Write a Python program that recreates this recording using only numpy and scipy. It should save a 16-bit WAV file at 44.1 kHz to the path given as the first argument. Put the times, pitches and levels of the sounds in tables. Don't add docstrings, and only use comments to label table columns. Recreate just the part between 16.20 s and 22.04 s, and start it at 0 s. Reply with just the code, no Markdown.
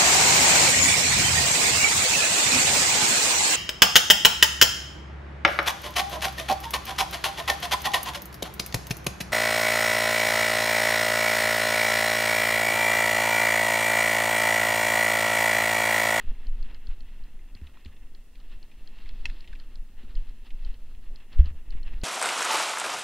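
import sys
import numpy as np
from scipy import signal
from scipy.fft import rfft, irfft
from scipy.io import wavfile
from scipy.ndimage import uniform_filter1d

SR = 44100
rng = np.random.default_rng(int(sys.argv[2]) if len(sys.argv) > 2 else 0)


def transcribe(signal):
    frames = np.atleast_2d(signal).T
    limited = np.clip(frames, -1, 1)
    pcm = np.round(limited * 32767).astype(np.int16)
    wavfile.write(sys.argv[1], SR, pcm)


def volts_from_decibels(level):
    exponent = np.asarray(level, float) / 20
    return 10 ** exponent


N = 257358
TIME = np.arange(N) / SR

# (time [s], shaking [dB], leaf litter [dB], dryness of the leaves [dB])
TRAIL = [(0, -37.5, -57.5, -1), (.35, -23.5, -60.5, -0.5), (.62, -37.5, -63, -3.5), (.95, -31.5, -60, 1),
         (1.28, -37.5, -64, -3.5), (1.6, -47, -60.5, -2), (1.82, -34, -62, -7), (2.05, -40.5, -66.5, 0.5),
         (2.4, -36.5, -63, 2.5), (2.8, -32.5, -59.5, 4), (3.15, -36, -57.5, 7), (3.5, -33.5, -62.5, -2),
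         (3.74, -41, -66, -2.5), (4.2, -36, -62.5, 3.5), (4.7, -32.5, -64, 2.5), (5.05, -40, -62, -2),
         (5.44, -30, -62, -6.5), (5.84, -27.5, -59, 0)]
# (time [s], extra shaking [dB], extra crush [dB], length [s])
JOLTS = [(0.097, 16.5, 4.5, 0.03), (0.28, 5.5, 3.5, 0.021), (.2, -2.5, 2, 0.026), (0.476, 3, 6.5, 0.11),
         (0.527, 5, -1.5, 0.038), (0.705, 13.5, 6.5, .05), (2.08, -8, -2, .04), (2.207, 1, 2, 0.055),
         (2.55, -8, 1, .04), (2.325, 10.5, 5, 0.038), (2.945, 8.5, 1, 0.065), (3.091, 12.5, 4, 0.061),
         (3.33, 5, 0.5, 0.041), (3.6, 8, 0, 0.029), (3.819, 13.5, 10, 0.042), (3.894, 2, 5.5, 0.026),
         (3.973, 21, 5, 0.053), (4.082, 8, 3, 0.034), (4.266, -13, 7, 0.016), (4.344, 10.5, -1, 0.031),
         (4.467, 11, 6.5, 0.057), (4.547, -0.5, 4.5, 0.015), (4.85, 1, 3.5, 0.024), (4.914, 9.5, 3, 0.048),
         (5.136, 9.5, 10, 0.027), (5.198, 10, 12.5, 0.024), (5.267, 12.5, 13, .04),
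         (5.556, 5.5, 5.5, 0.037), (5.672, 4.5, 9.5, 0.018), (5.727, 10, 5, 0.034)]
# (frequency [Hz], level [dB])
HEAVE_COLOUR = [(1, -22.5), (3, 14.5), (16, 12), (24, 9.5), (32, -13), (45, -63), (300, -110)]
# (frequency [Hz], level [dB])
FLUTTER_COLOUR = [(18, -26), (28, 2), (40, -4.5), (54, -12.5), (80, -19.5), (108, -31), (150, -53),
                  (300, -100)]
# (frequency [Hz], level [dB])
DRONE_COLOUR = [(70, -10), (110, -3), (155, -5.5), (235, -1.5), (270, -6), (480, -13), (900, -21),
                (1600, -50)]
# (frequency [Hz], level [dB])
LEAF_COLOUR = [(400, -1), (700, -15.5), (1300, -2), (2000, -10.5), (3000, -7), (4500, -10.5), (5600, -25),
               (7000, -37), (10000, -73)]
# (frequency [Hz], width [Hz], level [dB])
CASE_RESONANCES = [(897, 253, -5.5), (1850, 213, -1.5), (2136, 190, -4), (2683, 185, 0.5), (3360, 560, -8),
                   (4250, 560, -13), (4440, 210, -21), (5100, 230, -20.5)]
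# (time [s], peak [dB], ring [Hz], decay [s], knock [dB])
BUMPS = [(.044, -36, 65, 0.16, -7), (.12, -51, 67, .1, 12), (.21, -54.5, 67, .1, 8), (.46, -53, 67, .1, 6),
         (2.8, -56, 67, .1, 9), (.686, -40, 64.6, 0.14, -21), (1.354, -43, 93, 0.09, -1.5),
         (1.419, -31, 70, 0.21, -12.5), (1.661, -33.5, 72.6, 0.2, -6.5), (2.929, -45, 62, 0.25, -13),
         (3.84, -44, 68.5, 0.29, 3.5), (5.198, -44, 70, 0.096, 14), (5.31, -31.5, 70, 0.23, -18),
         (5.552, -29, 55, 0.22, -13), (5.74, -29, 48, 0.15, -15)]
# (time [s], peak [dB], lower ring [dB])
TICKS = [(0.2683, -45, -11), (0.427, -44, -13), (0.545, -46, -6), (0.6699, -44.5, -9), (0.8057, -46.5, -9),
         (1.038, -54, -11), (1.35, -44.5, -10.5), (1.6082, -62, -8), (1.6482, -46.5, -8),
         (1.9485, -47.5, -9), (2.1543, -55, -6), (2.2009, -54, -6), (2.428, -45.5, -13), (2.674, -44, -7),
         (2.8903, -43, -5), (3.2064, -43.5, -14), (3.3987, -45.5, -5), (3.5557, -44.5, -13),
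         (3.9532, -44.5, -8), (4.0934, -55.5, -6), (4.4483, -44, -9), (4.5416, -54, -3),
         (4.9586, -43.5, -13), (5.1288, -48, -4), (5.2574, -44.5, -4), (5.5054, -43.5, -12),
         (5.6305, -44.5, -10), (5.8152, -43.5, -14)]
# (time [s], peak [dB], colour [Hz])
TWIGS = [(0.886, -52, 2660), (1.192, -52, 2070), (1.4136, -50, 1900), (1.4694, -43, 2500),
         (1.5702, -44.5, 1190), (1.6577, -41.5, 2780), (1.728, -53, 2720), (1.7649, -51.5, 2640),
         (2.154, -50, 2580), (2.3156, -52, 2600), (2.5145, -48.5, 2490), (2.7857, -45, 2820),
         (2.859, -44.5, 1950), (3.0975, -40.5, 1850), (3.243, -52, 2400), (3.276, -40.5, 2820),
         (3.2964, -59, 2810), (3.3293, -42, 1600), (3.351, -43.5, 2610), (3.9683, -47, 3000),
         (4.2484, -53, 2750), (4.3045, -43.5, 2630), (4.542, -52, 2660), (4.749, -50, 2780),
         (5.1861, -43.5, 2730), (5.257, -51.5, 2700), (5.5225, -48.5, 2740), (5.572, -51, 1960),
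         (5.677, -46, 1850), (5.7355, -45, 1840)]
# (time [s], peak [dB])
WHIP = [
    (3.053, -48),
    (3.055, -23),
    (3.062, -37.5),
    (3.07, -55),
    (3.077, -64),
]
# (frequency [Hz], level [dB], decay [s])
WHIP_RING = [(940, -26, 0.045), (1510, -22.5, 0.025), (1750, -12.5, 0.025), (2130, -5, 0.017),
             (2700, 2, 0.02), (3240, -5, 0.013), (4160, -10.5, 0.019), (4600, -13.5, 0.018),
             (4920, -20, .014), (5440, -16, 0.021), (6360, -22, 0.019), (6920, -27, 0.025),
             (8500, -28, 0.012), (9600, -36, 0.012)]
# (time [s], pressure at the peak [full scale], rise [s], fall [s])
LANDINGS = [
    (5.191, -0.21, 0.046, 0.0066),
    (5.2012, 0.89, 0.0088, 0.0079),
    (5.552, -0.12, 0.022, 0.021),
    (5.749, 0.064, 0.016, 0.016),
]
# (frequency [Hz], level [dB])
HISS_COLOUR = [(35, -33.5), (60, 12), (130, -14), (500, -17), (2600, -19.5), (4810, -16), (10000, -17),
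               (15800, -18.5)]


def colour(x, points):
    hz, db = np.transpose(points)
    f = np.maximum(np.arange(N // 2 + 1) * SR / N, 0.1)
    gain = volts_from_decibels(np.interp(np.log(f), np.log(hz), db))
    return irfft(rfft(x) * gain, N)


def unit(x):
    return x / np.sqrt(np.mean(x ** 2))


def steady(x, length_s, slack):
    return x / np.sqrt(uniform_filter1d(x ** 2, int(SR * length_s)) + slack)


def walk(rate):
    hold = int(SR / rate)
    steps = np.repeat(rng.standard_normal(N // hold + 1), hold)
    for _ in range(2):
        steps = uniform_filter1d(steps, hold, mode="wrap")
    return unit(steps[:N])


def resonance(x, hz, width_hz):
    return signal.lfilter(*signal.iirpeak(hz, hz / width_hz, SR), x)


def ring(hz, t60, onset):
    t = TIME[:int(SR * t60)]
    swell = 1 - np.exp(-t / onset)
    return np.sin(2 * np.pi * hz * t) * np.exp(-np.log(1000) * t / t60) * swell


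def add(out, s, sound):
    i = int(s * SR)
    out[i:i + len(sound)] += sound[:len(out) - i]


def case(x):
    out = 0
    for k, (hz, width_hz, db) in enumerate(CASE_RESONANCES):
        out = out + (-1) ** k * volts_from_decibels(db) * resonance(x, hz, width_hz)
    return out


def crackle(per_s, spread_db, patchy_db):
    chance, luck, side = rng.random((3, N))
    size_db = spread_db * np.minimum(-np.log(1 - luck), 5.5)
    patches_db = 0.5 * patchy_db * walk(14) + 1.5 * patchy_db * walk(50)
    return unit((chance < per_s / SR) * np.sign(side - 0.5) * volts_from_decibels(size_db + patches_db))


def rumble(heave_db, flutter_db, drone_db):
    heave = unit(colour(rng.standard_normal(N), HEAVE_COLOUR))
    flutter = unit(colour(crackle(300, spread_db=4.0, patchy_db=2.0), FLUTTER_COLOUR))
    drone = unit(colour(crackle(1500, spread_db=2.5, patchy_db=0.5), DRONE_COLOUR))
    return (volts_from_decibels(heave_db) * steady(heave, 0.167, 0.13)
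            + volts_from_decibels(flutter_db) * steady(flutter, 0.34, 0.18)
            + volts_from_decibels(drone_db) * steady(drone, 0.15, 0.25))


def leaves(crunch_db, bright_db):
    through_walls = unit(case(crackle(5000, spread_db=2.5, patchy_db=1.5)))
    leak = unit(colour(crackle(6000, spread_db=3.0, patchy_db=-2.5), LEAF_COLOUR))
    crunch = through_walls + volts_from_decibels(-4.0) * leak
    top = resonance(crunch, 4800, 3030)
    return volts_from_decibels(crunch_db - 4.5) * (crunch + (volts_from_decibels(bright_db) - 1) * top)


def ride():
    s, *columns = np.transpose(TRAIL)
    shake_db, litter_db, dry_db = (uniform_filter1d(np.interp(TIME, s, c), SR // 20) for c in columns)
    swells = np.array([np.exp(-((TIME - s) / length) ** 2) for s, _, _, length in JOLTS])
    jolt_db, crush_db = np.transpose(JOLTS)[1:3] @ swells
    leaf_db = litter_db + crush_db

    def follow(db, per_shake, per_jolt, per_leaf):
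        return db + per_shake * (shake_db + 36.5) + per_jolt * jolt_db + per_leaf * (leaf_db + 64.5)

    flutter_db = follow(-50, per_shake=0.67, per_jolt=0.9766, per_leaf=0.05)
    drone_db = follow(-62, per_shake=0.18, per_jolt=0.1834, per_leaf=0.27)
    bright_db = dry_db + 0.39 * crush_db
    return rumble(shake_db + jolt_db, flutter_db, drone_db) + leaves(leaf_db, bright_db)


def bumps():
    out = np.zeros(N)
    for s, db, hz, t60, knock_db in BUMPS:
        add(out, s, volts_from_decibels(db) * ring(hz, t60, 0.00067))
        add(out, s - 0.004, -volts_from_decibels(db + knock_db) * ring(231, 0.049, 0.00061))
        add(out, s - 0.004, -volts_from_decibels(db + knock_db - 9.5) * ring(335, 0.028, 0.0015))
    return out


def ticks():
    out = np.zeros(N)
    for (s, db, low_db), (a, b, c) in zip(TICKS, rng.standard_normal((len(TICKS), 3))):
        hz = 4203 + 30 * c
        add(out, s, volts_from_decibels(db + 3.5) * ring(hz, 0.012, 0.00044))
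        add(out, s + 0.00034, volts_from_decibels(db - 3.0) * ring(4720 + 100 * a, 0.014, 0.00036))
        add(out, s + 0.00033, -volts_from_decibels(db - 12.5) * ring(5200, 0.016, 0.00028))
        high = ring(6100 + 200 * a, 0.009, 0.0003) + ring(6900 + 300 * b, 0.009, 0.0003)
        add(out, s + 0.0008, volts_from_decibels(db - 16) * high)
        add(out, s + 0.00144, volts_from_decibels(db + low_db + 3.0) * ring(3200 + 150 * b, 0.023, 0.00027))
        add(out, s + 0.00299, volts_from_decibels(db + low_db + 2.5) * ring(1950 + 200 * c, 0.015, 0.00065))
        add(out, s + 0.014 + 0.0027 * a, volts_from_decibels(db - 15.0) * ring(hz, 0.015, 0.00071))
    return out


def twigs():
    out = np.zeros(N)
    t = TIME[:SR // 16]
    for (s, db, hz), noise in zip(TWIGS, rng.standard_normal((len(TWIGS), len(t)))):
        splinters = noise ** 3 * np.exp(-t / 0.0051)
        snap = 0.39 * case(splinters) + resonance(splinters, hz, 420)
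        softened = resonance(resonance(snap, 2500, 6500), 2500, 6500)
        add(out, s, volts_from_decibels(db + 1.0) * softened / np.abs(snap).max())
    return out


def whip():
    out = np.zeros(N)
    for (s, db), turn in zip(WHIP, rng.random((len(WHIP), len(WHIP_RING), 2))):
        for (hz, mode_db, t60), (late, bend) in zip(WHIP_RING, turn):
            bent_hz = hz * (1 + 0.064 * (bend - 0.5))
            add(out, s + late / hz, volts_from_decibels(db + mode_db + 2.0) * ring(bent_hz, t60, 0.00021))
    strike_s = WHIP[1][0]
    scrape = rng.standard_normal(SR // 5) ** 3 / 4 * np.exp(-TIME[:SR // 5] / 0.018)
    bright = resonance(resonance(scrape, 4300, 3500), 4300, 3500)
    add(out, strike_s, volts_from_decibels(-39.5) * case(scrape) + volts_from_decibels(-43.5) * bright)
    first_touch = scrape[:600] * np.exp(-TIME[:600] / 0.0035)
    add(out, strike_s, volts_from_decibels(-52) * resonance(first_touch, 7000, 7000))
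    return out


def landings():
    air = np.zeros(N)
    for s, pressure, rise, fall in LANDINGS:
        phase = np.clip((TIME - s) / np.where(TIME < s, rise, fall), -1, 1)
        air += pressure * np.cos(np.pi / 2 * phase) ** 2
    add(air, 5.2065, -volts_from_decibels(-12) * ring(70, 0.21, 0.0022))
    seal_hz = 91
    return colour(air, [(seal_hz, 0), (2.0 * seal_hz, -25), (6 * seal_hz, -50)])


def scene():
    sound = ride() + bumps() + ticks() + twigs() + whip() + landings()
    return np.array([sound, sound])


def roll_off(x):
    return signal.sosfilt(signal.butter(12, 15930, fs=SR, output="sos"), x)


def record(dry):
    hiss = np.array([unit(colour(rng.standard_normal(N), HISS_COLOUR)) for _ in dry])
    channel_gain = volts_from_decibels(np.array([[0.04], [-0.04]]))
    wet = dry * channel_gain + volts_from_decibels(-67) * hiss - 0.0014
    top_cut = signal.ellip(10, 0.2, 60, 15740, fs=SR, output="sos")
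    return roll_off(signal.sosfilt(top_cut, wet))


dry = scene()
out = record(dry)
transcribe(out)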